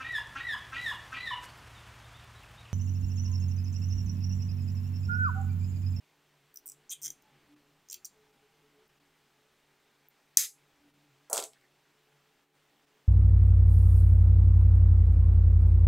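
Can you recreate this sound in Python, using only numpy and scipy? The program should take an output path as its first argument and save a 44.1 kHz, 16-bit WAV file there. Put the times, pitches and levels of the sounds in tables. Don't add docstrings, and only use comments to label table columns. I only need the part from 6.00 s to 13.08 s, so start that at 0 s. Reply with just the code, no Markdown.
import sys
import numpy as np
from scipy import signal
from scipy.io import wavfile
from scipy.ndimage import uniform_filter1d

SR = 44100
rng = np.random.default_rng(int(sys.argv[2]) if len(sys.argv) > 2 else 0)


def bounce(signal):
    frames = np.transpose(np.atleast_2d(signal))
    limited = np.clip(frames, -1, 1)
    pcm = np.round(limited * 32767).astype(np.int16)
    wavfile.write(sys.argv[1], SR, pcm)


N = 312126

# frequency in Hz, level in dB per Hz.
HISS = [(20, -6), (60, -15.5), (105, -23.5), (150, -10.5), (230, -2.5), (300, -9), (800, -7), (2200, -8.5),
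        (3300, -11), (4500, -15), (9000, -21), (11900, -28.5), (12150, -21.5), (15900, -24), (16200, -47.5)]
HISS_DB, PATCH_DB = -73.5, 0.9
# frequency in Hz, side minus mid in dB.
SIDE_DB = [(60, -17.5), (180, -25.5), (550, -22.5), (1650, -35.5), (4970, -17.5), (15000, -9)]
# centre in
# seconds, length in seconds, depth in dB (swells below 0), upper edge in Hz.
DENTS = [(1.9, 2.6, -5, 260.4), (5.609, 0.13, 1.5, 2600), (1.38, 0.27, -2.5, 4550),
         (1.084, 0.056, -11, 423.5), (1.562, 0.28, -2.5, 380), (4.869, 0.31, -6.5, 422.4),
         (0.574, 0.091, 4.5, 3030), (0.707, 0.13, 3.5, 3008), (0.963, 0.049, 5, 1810),
         (1.554, 0.015, 8, 16000), (1.923, 0.12, 2.5, 1800), (2.081, 0.05, 4.5, 3494),
         (2.32, 0.013, 3, 16400), (2.883, 0.016, 7, 11100), (2.994, 0.011, 8, 15900),
         (4.091, 0.025, 6.5, 11100), (4.515, 0.092, 7, 2950), (4.925, 0.027, 5.5, 16040),
         (5.496, 0.083, 3, 5010), (5.344, 0.015, 8, 5000), (6.493, 0.098, 7, 15970),
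         (6.86, 0.017, 6, 16100)]

FAN_HZ = [145.5, 288, 431]
FAN_DB = [-83, -85.5, -84]
FLUTTER_DB = 2.5
# frequency in Hz, level in dB.
STRAYS = [(369, -85.5), (576, -96), (800, -89.5), (861, -91)]
# centre in seconds, length in seconds, line in Hz, change in dB.
LINE_SWELLS = [(0.444, 0.21, 145, 6.5), (0.6, 0.15, 145, -16), (0.767, 0.11, 145, 9), (0.897, 0.11, 145, -11),
               (1.057, 0.19, 145, 12.5), (1.353, .08, 145, 10.5), (1.66, 0.29, 145, 5), (1.922, 0.16, 145, -9),
               (2.344, 0.35, 830, 6.5), (4.438, 0.074, 145, 10), (4.664, 0.12, 145, 7), (5.097, 0.37, 145, 8.5),
               (6.198, 0.13, 145, 6), (1.106, 0.17, 281, 10.5), (1.32, 0.25, 800, 8.5), (1.556, 0.16, 281, 20),
               (2.405, 0.79, 145, 1.5), (2.698, .15, 281, 7), (4.85, .09, 281, 16.5), (5.002, 0.24, 281, 8.5),
               (5.299, 0.24, 281, 10), (.7, .3, 431, 4), (1.63, 0.092, 431, 7), (2.205, 0.11, 431, 16),
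               (2.307, 0.095, 431, 10), (2.447, 0.057, 431, 16.5), (2.551, .06, 431, 10.5),
               (2.657, 0.07, 431, 13.5), (2.785, .13, 431, 13), (2.078, 0.098, 431, -10),
               (2.887, 0.036, 431, -12), (1.09, .07, 369, 12), (1.37, 0.059, 369, 9), (1.98, 0.072, 369, 7),
               (2.83, 0.065, 369, 7), (1.695, .08, 281, 10), (3.385, 0.21, 431, 4), (4.433, 0.039, 431, 14.5),
               (5.452, 0.099, 431, 19), (6.205, 0.25, 431, 5.5), (6.938, 0.091, 431, 5.5)]

# frequency in Hz, t60 in seconds.
ROOM_T60 = [(300, 0.46), (1000, 0.2584), (2000, 1), (3500, 0.58), (6000, .29), (10000, 0.41),
            (16000, 0.1988)]
# frequency in Hz, extra fall in dB per second.
KNEE_FALL = [(300, 295.5), (1800, 204.5), (3000, 251), (4000, 147), (6500, 63), (16000, 80.5)]
# frequency in Hz, width in Hz, share removed.
HOLLOWS = [(2920, 192, 0.62), (9530, 500, 0.85), (4350, 303.4, .3)]
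SKEW_DB = -33
# frequency in Hz, level in dB.
SKEW = [(500, -5.5), (2000, -2), (5000, 5), (15000, 6)]
TOP_HZ, TOP_LEAK_DB = 15830, -26

# start in seconds, frequency in Hz, level in dB.
SETTLE = [(5.533, 2300, -60), (5.558, 1590, -58.5), (5.575, 2430, -63), (5.612, 2120, -59),
          (5.641, 1880, -59), (5.665, 2290, -66)]
# start in seconds, steel level in dB, brightness in dB per octave, handle level in dB.
BOUNCES = [(5.2998, -27.5, 7.5, -63), (5.3023, -31, 6, -67), (5.3122, -44, 0, -73), (5.3298, -16.5, 7, -44),
           (5.3305, -10, 2.5, -36), (5.3357, -24, -4, -51), (5.3403, -28, 0, -48), (5.3486, -30, 5, -34),
           (5.36, -23, -2, -35), (5.3682, -20.5, 0, -46), (5.37, -19.5, -1, -44), (5.378, -17.5, -2.5, -25),
           (5.388, -36, 6, -47), (5.401, -24, 0, -51), (5.4252, -28, -2, -34.5), (5.4385, -24.5, -3.5, -54),
           (5.453, -38, 3, -51), (5.5333, -58, 0, -55), (5.6117, -62.5, -8, -60)]
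# frequency in Hz, level in dB.
STEEL = [(3000, -58), (4000, -13), (5000, -10), (6500, -0.5), (8000, 3), (9500, -2.5), (13000, -12.5),
         (16000, -20)]
# frequency in Hz, width in Hz, level in dB.
STEEL_RING = [(6950, 330, -30), (7900, 110, -6), (8780, 330, -11), (11400, 410, -13), (13700, 300, -11)]
# frequency in Hz, level in dB.
HANDLE = [(1200, -16.5), (2200, -7.5), (3000, -1.5), (4300, -1.5), (5500, -1), (6500, -20.5)]
# start in seconds, knock in dB, low boards share in dB, high boards share in dB.
KNOCKS = [(5.2982, -39.5, -7, -9), (5.3045, -44, -5, -8), (5.3125, -46.5, -5, 21), (5.322, -34.5, -8, -11),
          (5.3285, -30, -1, 1), (5.3373, -35.5, -7, -7), (5.347, -43, -2, 0), (5.358, -40, -3, 8),
          (5.3696, -32, 4, 9), (5.377, -40, 4, 2), (5.385, -33, 11, 1.5), (5.391, -41.5, 10, 3),
          (5.404, -45, -3, 0), (5.416, -54, 4, 7), (5.43, -49, -1, -7), (5.441, -55, 3, -6),
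          (5.455, -57.5, 4, 1), (5.47, -65, 2, -5), (5.483, -72, 6, -12), (5.502, -68.5, -2, -12)]
# frequency in Hz, width in Hz, level in dB.
BENCH = [(255, 57, -17), (316, 41, -16.5), (424, 24, -2.5), (541, 64, -0.5), (645, 39, -4.5),
         (673, 19.3, 2.5), (731, 31, -11), (800, 19, -6), (888, 240, -5), (1060, 170, -15),
         (1132, 43, -3.5), (1350, 160, -5.5), (1490, 74, -7), (1880, 160, -26)]
THUD_HZ, THUD_WIDTH, THUD_DB = 753, 690, -2

SNIP_S, SNIP_DB = 4.3712, -1
CLASH_S, CLASH_DB = 0.0013, -2
# frequency in Hz, level in dB.
SNIP = [(500, -65.5), (900, -38), (1200, -26), (1800, -22), (2600, -18.5), (4000, -12.5), (5300, -7),
        (6200, -0.5), (9000, -8.5), (11500, -7.5), (14500, -7.5), (16000, -15)]
# frequency in Hz, level in dB.
SNIP_NEAR = [(500, 14.5), (1200, -14), (2000, -20), (3600, -12), (5000, -6), (5900, 3), (8000, 2.5),
             (16000, 0)]
# frequency in Hz, width in Hz, level in dB.
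JAWS = [(4170, 230, -18), (4750, 360, -14.5), (5550, 240, -6.5), (6040, 210, 0), (6660, 220, -3.5),
        (7000, 228, -6.5), (7540, 280, -8), (8215, 200, -4.5), (9194, 260, -6.5), (10420, 352, -6.5),
        (11240, 351, -8), (12350, 400, -12.5), (14104, 505, -6)]
# frequency in Hz, width in Hz, level in dB.
ARMS = [(950, 120, -27.5), (1160, 150.6, -17.5), (1840, 130, -15.5), (2500, 160, -9.5), (3200, 180, -5),
        (3772, 150, -7), (4020, 160, -6), (4804, 220, -0.5)]
# frequency in Hz, level in dB, t60 in seconds.
TUBE = [(1080, -13.5, .1), (1353, -14.5, 0.35), (1730, -12.5, 0.61), (1815, -4, 0.23), (2017, -7.5, 0.4015),
        (2220, -12, 0.53), (2470, -12, 0.36), (3209, -6, 0.2984), (3280, -8.5, .3), (4200, -6, 0.35)]

# start in seconds, pawl snap in dB,
# strap share in dB, neck share in dB, head share in dB.
LOOSE_TEETH = [(0.5428, -40.0, -23.0, -20, -16), (0.559, -37.5, -4.5, -20, -23.0),
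               (0.572, -37, 2.5, -15, -15.5), (0.659, -35, -34, -26.0, -15),
               (0.6645, -34.5, -27.0, -23, -7), (0.6705, -35, -22.0, -11, -5), (0.6782, -36, -17, -11, 0),
               (0.688, -45, -3, 7, 2), (0.698, -40, -3.5, 1.5, -2), (0.719, -43.5, 0, 2.5, -5),
               (1.0176, -39.0, -7, -15, -8), (1.0229, -44, 5, 1, 4), (1.027, -40, -9, -2, 0),
               (1.0322, -34.5, 3, -7, -1), (1.0375, -39, 7, -3, -3.0), (1.0425, -37.5, 9.5, -1.0, -6),
               (1.0482, -33, 3, -1.0, -2), (1.0535, -34.5, 8, -4, -3), (1.0598, -32.5, 7.0, 2, -2),
               (1.067, -37.5, 11.5, -2, -2), (1.0794, -37, 8, -4, -7), (1.1035, -35.5, 7, -4, -5.5),
               (1.2234, -55, -9.0, -11, -17)]
# start in seconds, pawl snap in dB,
# strap share in dB, neck share in dB, head share in dB.
FAST_TEETH = [(0.895, -64, 27, 17, -8), (0.8968, -62, 26, 5, -8), (0.8995, -54, 15, -4, -16),
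              (0.9015, -45, 11, -3, -20), (0.9037, -40, 3, 4, -15), (0.906, -39, 6, 3, -11),
              (0.9082, -39, 5, 3, -6), (0.9107, -38, 3, 2, -6), (0.9126, -45, -1, -6, -10),
              (0.9145, -39, 5, -4, -7), (0.9166, -36.5, -2, -4, 3), (0.9184, -38, -3, -1, 1),
              (0.9207, -36, -3, -5, 3), (0.9227, -40, -4, 2, 3), (0.9256, -37, -4, 2, 2),
              (0.9272, -41, -2, 2, 2), (0.9289, -43, 4, 11, 6), (0.9303, -42, -4, 0, 3),
              (0.9318, -48, -4, 3, 3), (0.9341, -43, 0, 11, 11)]
# start in seconds, pawl snap in dB,
# strap share in dB, neck share in dB, head share in dB.
TIGHT_TEETH = [(1.887, -52.0, 7, -3, -12.0), (1.8998, -46.0, 10, 7.5, -2), (1.911, -42.5, 5.5, 5, 3),
               (1.9204, -40.5, 4, 2.0, -5), (1.9287, -32, -3, -6, -7), (1.9425, -33.5, 1, -8, -17),
               (2.047, -41.5, 7.5, -6, -11), (2.0527, -38, 6.5, 2, -4.5), (2.0577, -40.5, -6, -8, 0),
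               (2.0615, -58, 5, -4, -4), (2.8799, -61, -16.0, -19.0, -17.0), (4.086, -46, -28, -41, -33)]
FAST_DAMPING, TIGHT_DAMPING = 2.6, 0.74
# start in seconds, time until taut in seconds,
# frame level when taut in dB, low tube share in dB, high tube share in dB.
PULLS = [
    (.54, 0.044, -69, -5, -2),
    (.655, 0.044, -79, -5, 0),
    (0.896, 0.018, -38.5, -18, -13),
    (1.014, 0.043, -42.5, 0.5, -3),
    (1.885, 0.048, -41.5, -14, 11.5),
    (2.045, 0.016, -63.5, -8, 22.5),
]
SLACK_DB, EASE_PER_S = -77, 5.6
# frequency in Hz, width in Hz, level in dB.
STRAP = [(4860, 240, -20), (5050, 260, -13.5), (5600, 240, -9.5), (6050, 214, 0), (6620, 200, -5.5)]
# frequency in Hz, width in Hz, level in dB.
STRAP_LOOSE = [(4860, 250, -19), (5180, 320, -7), (5720, 260, -1), (5970, 230, 0), (6550, 300, -18)]
# frequency in Hz, width in Hz, level in dB.
STRAP_GRIPPED = [(4830, 270, -18), (5370, 250, -10), (5680, 140, -7.5), (6080, 460, 2), (6600, 230, -7)]
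# frequency in Hz, width in Hz, level in dB.
NECK = [(7120, 550, 3), (7535, 160, -6)]
# frequency in Hz, width in Hz, level in dB.
HEAD = [(8270, 340, -2), (9050, 310, -1)]
# frequency in Hz, width in Hz, level in dB.
CATCH = [(10180, 460, 0.5), (10850, 300, -1.5), (11400, 590, 0.5), (12270, 440, -5)]
# frequency in Hz, width in Hz, level in dB.
PAWL = [(12700, 700, -10), (14300, 1100, 4), (15300, 600, -5)]
CATCH_DB, CATCH_HEAD, CATCH_TAUT_DB = -14, 0.39, 11
CLICK_HZ, CLICK_WIDTH, CLICK_DB = 9800, 5000, 0
SPLINTER_S = 0.006
STRAP_FAR_DB = -5
FAST_FAR_DB = -1.5
LOOSE_S, LOOSE_RISE = 0.8, 0.045
GRIP_S, GRIP_FRAME_DB = 1.5, -1.5
# frequency in Hz, width in Hz, level in dB.
GRIP_CABLE = (2660, 240, -2.4)
FRAME_HZ, FRAME_WIDTH, FAR_SPREAD = 3220, 150, 2.2
# frequency in Hz, width in Hz, level in dB.
FRAME_SIDE = [(1470, 250, -13), (1960, 330, -6), (2480, 170, -13.5), (3544, 270, -4), (3670, 240, -14),
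              (4470, 480, -2.5)]


def gain_of(db):
    return 10 ** (np.asarray(db) / 20)


def evened(x):
    return x / np.sqrt(np.mean(x ** 2) + 1e-20)


def peaked(x):
    return x / abs(x).max(-1, keepdims=True)


def read(points, hz):
    f, value = np.transpose(points)
    return np.interp(np.log(hz + 1), np.log(f + 1), value)


def add(mix, s, sound):
    part = mix[:, round(s * SR):][:, :sound.shape[1]]
    part += sound[:, :part.shape[1]]


def swell_around(t, s, length):
    return np.exp(-(2 * (t - s) / length) ** 4)


def ring(x, hz, width):
    return signal.lfilter(*signal.iirpeak(min(hz, SR * 0.45), hz / max(width, 1), fs=SR), x)


def modal_ring(blow, modes, onset, width):
    out = 0
    for k, (hz, w, db) in enumerate(modes):
        out = out + (-1) ** k * gain_of(db) * peaked(ring(ring(blow, hz, onset * w), hz, width * w))
    return out


def colour(x, points):
    size = 2048
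    log_gain = np.log(gain_of(np.maximum(read(points, abs(np.fft.fftfreq(size, 1 / SR))), -100)))
    taps = np.fft.ifft(np.exp(np.conj(signal.hilbert(log_gain)))).real[:size // 2]
    taps = np.reshape(taps, (1,) * (x.ndim - 1) + (-1,))
    return signal.fftconvolve(x, taps, axes=-1)[..., :x.shape[-1]]


def blow_of(t60, tick, length=0.03):
    t = np.arange(round(length * SR)) / SR
    impulse = 1.0 * (t == 0)
    splinter = rng.standard_normal(len(t)) * gain_of(-60 * t / t60)
    return np.array([splinter + tick * impulse, impulse])


def hiss():
    frames, hz = N // 128 + 5, np.fft.rfftfreq(512, 1 / SR)[:, None]
    a, b, c, d, patches = rng.standard_normal((frames, 257, 5)).T
    patches = evened(uniform_filter1d(uniform_filter1d(patches, size=6, axis=0), size=16, axis=1))
    t = np.arange(frames) * 128 / SR
    dent_db = sum(db * swell_around(t, s, w) / (1 + (hz / top_hz) ** 4) for s, w, db, top_hz in DENTS)
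    shape = gain_of(read(HISS, hz) + PATCH_DB * patches - dent_db)
    side_shape = shape * gain_of(read(SIDE_DB, hz) + 4.0)
    z = np.array([(a + 1j * b) * shape, (c + 1j * d) * side_shape])
    noise = evened(signal.istft(z, nperseg=512, noverlap=384)[1][:, :N])
    mid, side = gain_of(HISS_DB) * noise * np.sqrt(0.5)
    return np.array([mid + side, mid - side]) * np.sqrt(2)


def fan():
    t, out = np.arange(N // 64 + 1) * 64 / SR, np.zeros(N)
    fine_t = np.arange(N) / SR
    for hz, db in [*zip(FAN_HZ, FAN_DB), *STRAYS]:
        waver, flutter = uniform_filter1d(rng.standard_normal((2, len(t))), size=50)
        flutter = evened(uniform_filter1d(flutter, size=12))
        lift_db = sum(lift * swell_around(t, s, w) for s, w, at_hz, lift in LINE_SWELLS if abs(at_hz - hz) < hz / 10)
        gain = np.interp(fine_t, t, gain_of(db + lift_db + FLUTTER_DB * flutter))
        pitch = np.interp(fine_t, t, hz + 4.57 * evened(waver))
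        out += np.sqrt(2) * gain * np.sin(2 * np.pi * np.cumsum(pitch) / SR)
    return out


def room(x, wet_db, knee_s, haste, step_db):
    near, far = x
    hz, t, z = signal.stft(rng.standard_normal(SR // 2), SR, nperseg=128)
    late = np.maximum(t - knee_s, 0)
    fall_db = 60 * t / read(ROOM_T60, hz)[:, None]
    fall_db = fall_db + haste * read(KNEE_FALL, hz)[:, None] * late + step_db * np.tanh(late / 0.011)
    tail = signal.istft(z * gain_of(-fall_db), SR, nperseg=128)[1]
    tail *= 1 - np.exp(-np.arange(len(tail)) / (0.00354 * SR))
    lag = round(0.0016 * SR)
    echo = np.append(np.zeros(lag), near[:-lag])
    return near - 0.21 * echo + gain_of(wet_db) * signal.oaconvolve(far, tail / np.linalg.norm(tail))[:N]


def suppressed(x):
    hz, t, z = signal.stft(x, SR, nperseg=512, noverlap=384)
    power = uniform_filter1d(uniform_filter1d(abs(z) ** 2, size=7, axis=0), size=7, axis=1)
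    learnt = gain_of(read(HISS, hz) + HISS_DB - 14.5)[:, None] ** 2
    keep = np.clip(1 - learnt / (power + 1e-20), 0, 1) ** 2.45
    return signal.istft(z * keep, SR, nperseg=512, noverlap=384)[1][:N]


def settle():
    out = np.zeros((2, N))
    for s, hz, db in SETTLE:
        add(out, s, gain_of(db) * peaked(ring(ring(blow_of(0.012, tick=3.1), hz, 800), hz, 540)))
    return out


def bench_knocks():
    bench = np.zeros((2, N))
    for s, knock_db, low_db, high_db in KNOCKS:
        thump = blow_of(0.0022, tick=4.8, length=0.12)
        boards = np.zeros_like(thump)
        for k, (hz, w, db) in enumerate(BENCH):
            board_db = db + low_db * (hz < 500) + high_db * (hz > 950)
            board = ring(ring(thump, hz, 6 * w), hz, 1.04 * w) / np.sqrt(w)
            boards += (-1) ** k * gain_of(board_db) * board
        thud = thump
        for _ in range(3):
            thud = ring(thud, THUD_HZ, THUD_WIDTH)
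        swell = 1 - np.exp(-np.arange(boards.shape[1]) / (0.0018 * SR))
        slap = gain_of(THUD_DB + high_db / 2) * peaked(thud)
        add(bench, s, gain_of(knock_db) * (peaked(boards) * swell + slap))
    return bench


def steel_bounces():
    steel = np.zeros((2, N))
    for s, steel_db, tilt_db, handle_db in BOUNCES:
        tilted = [(hz, db + tilt_db * np.log2(hz / 7000)) for hz, db in STEEL]
        blow = blow_of(0.0081, tick=2.8)
        rings = sum(gain_of(db) * peaked(ring(blow, hz, w)) for hz, w, db in STEEL_RING)
        add(steel, s, gain_of(steel_db - 1.0) * (peaked(colour(blow, tilted)) + gain_of(-19) * peaked(rings)))
        add(steel, s, gain_of(handle_db + 4.5) * peaked(colour(blow, HANDLE)))
    return steel


def tube():
    t, out = np.arange(round(0.16 * SR)) / SR, np.zeros((1, N))
    modes = 0
    for hz, db, t60 in TUBE:
        decay = gain_of(db - 60 * t / np.clip(t60, 0.05, 0.6))
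        modes = modes + decay * np.sin(2 * np.pi * (hz * t + rng.random()))
    swell, cut = 1 - np.exp(-t / 0.0082), 1 + (t / 0.098) ** 16
    add(out, SNIP_S, gain_of(-42) * (modes * swell / cut)[None])
    return out[0]


def snip():
    blow, out = blow_of(0.004, tick=3.7), np.zeros((2, N))
    blow[0, round(CLASH_S * SR)] += 5 * gain_of(CLASH_DB)
    jaws = modal_ring(blow, JAWS, onset=6, width=0.97)
    arms = modal_ring(blow[1], ARMS, onset=4, width=1)
    add(out[:1], SNIP_S, gain_of(-24.5) * peaked(arms)[None])
    crack = peaked(colour(blow, SNIP))
    crack = np.array([colour(crack[0], SNIP_NEAR), crack[1]])
    snap = gain_of([[-5], [0]]) * crack + gain_of([[-1.5], [-16]]) * peaked(jaws)
    add(out, SNIP_S, gain_of(SNIP_DB) * snap)
    return out


def tension(s):
    begun = [p for p in PULLS if p[0] <= s + 0.003]
    start, rise, taut_db, *shares = max(begun, key=lambda p: p[0])
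    pull = np.clip(min((s - start) / rise, 1 - EASE_PER_S * (s - start - rise)), 0, 1)
    return pull, SLACK_DB + pull * (taut_db - SLACK_DB), *shares


def frame_ring(s):
    shake, gripped = blow_of(0.018, tick=3.3, length=0.025), s > GRIP_S
    pull, frame_db, low_db, high_db = tension(s)
    modes = [(FRAME_HZ, FRAME_WIDTH, GRIP_FRAME_DB * gripped), *FRAME_SIDE]
    if gripped:
        modes.append(GRIP_CABLE)
    out = np.zeros_like(shake)
    for hz, w, db in modes:
        level_db = frame_db + db + pull * (low_db * (hz < 2350) + high_db * (hz > 4050))
        steep = ring(ring(shake, hz, 1.9 * w), hz, 1.9 * w)
        rung = np.array([ring(steep[0], hz, 1.7 * w), ring(steep[1], hz, FAR_SPREAD * w)])
        out += gain_of(level_db - np.array([[4.8], [9.5]])) * peaked(rung)
    return out


def chord(blow, modes, damping, shift=1):
    out = 0
    for k, (hz, w, db) in enumerate(modes):
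        hz = hz * shift
        steep = ring(ring(blow, hz, 4 * w * damping), hz, 4 * w * damping)
        rung = np.array([ring(steep[0], hz, w * damping), ring(steep[1], hz, 3 * w)])
        out = out + (-1) ** k * gain_of(db) * rung / w
    return peaked(out)


def tooth(s, damping, pawl_db, strap_share, neck_share, head_share):
    blow, loose = blow_of(SPLINTER_S, tick=3.7, length=0.025), s < LOOSE_S
    strap = STRAP_LOOSE if loose else STRAP_GRIPPED if s > GRIP_S else STRAP
    catch_db = CATCH_DB + CATCH_HEAD * head_share + CATCH_TAUT_DB * tension(s)[0]
    out = chord(blow, PAWL, damping)
    out += gain_of(catch_db) * chord(blow, CATCH, damping)
    out += gain_of(head_share) * chord(blow, HEAD, damping)
    out += gain_of([[strap_share], [strap_share + STRAP_FAR_DB]]) * chord(blow, strap, damping)
    out += gain_of(neck_share) * chord(blow, NECK, damping, 1 + LOOSE_RISE * loose)
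    click = ring(ring(blow[1], CLICK_HZ, CLICK_WIDTH), CLICK_HZ, CLICK_WIDTH)
    out[0] += gain_of(catch_db + CLICK_DB) * peaked(click)
    far_db = FAST_FAR_DB * (damping == FAST_DAMPING)
    return out * gain_of(pawl_db - 0.5 + np.array([[0], [far_db]]))


def tie():
    out = np.zeros((3, N))
    for teeth, damping in (LOOSE_TEETH, 1), (FAST_TEETH, FAST_DAMPING), (TIGHT_TEETH, TIGHT_DAMPING):
        for s, *levels in teeth:
            near, far = tooth(s, damping, *levels)
            frame_near, frame_far = frame_ring(s)
            add(out, s - 0.0005, np.array([near + frame_near, far, frame_far]))
    return out


def scene():
    close, far, frame = tie()
    near = room((close, far), -5.5, knee_s=0.023, haste=0.6, step_db=10.5)
    near += room((0 * frame, frame), -2, knee_s=0.036, haste=0.8, step_db=6)
    near += room(snip(), 2.68, knee_s=0.083, haste=1.52, step_db=2) + tube()
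    near += room(steel_bounces() + settle(), 0.46, knee_s=0.023, haste=1.75, step_db=3.5)
    near += room(bench_knocks(), -2, knee_s=0.055, haste=2.6, step_db=7)
    near = signal.lfilter(*signal.butter(2, 170, "high", fs=SR), near)
    for hz, width, share in HOLLOWS:
        near = near - share * ring(near, hz, width)
    near = suppressed(near)
    skew = gain_of(SKEW_DB) * np.roll(colour(near, SKEW), 37)
    return near + np.array([skew, -skew]) + fan() + hiss()


def roll_off(x):
    return signal.sosfilt(signal.butter(12, 17140, fs=SR, output="sos"), x)


def record(dry):
    edge = signal.firwin(255, TOP_HZ, fs=SR)
    leak = signal.firwin(255, [TOP_HZ, 17000], pass_zero=False, fs=SR)
    edge = edge + gain_of(TOP_LEAK_DB) * leak
    mix = signal.oaconvolve(dry, edge[None], "same")
    return roll_off(mix)


dry = scene()
out = record(dry)
bounce(out)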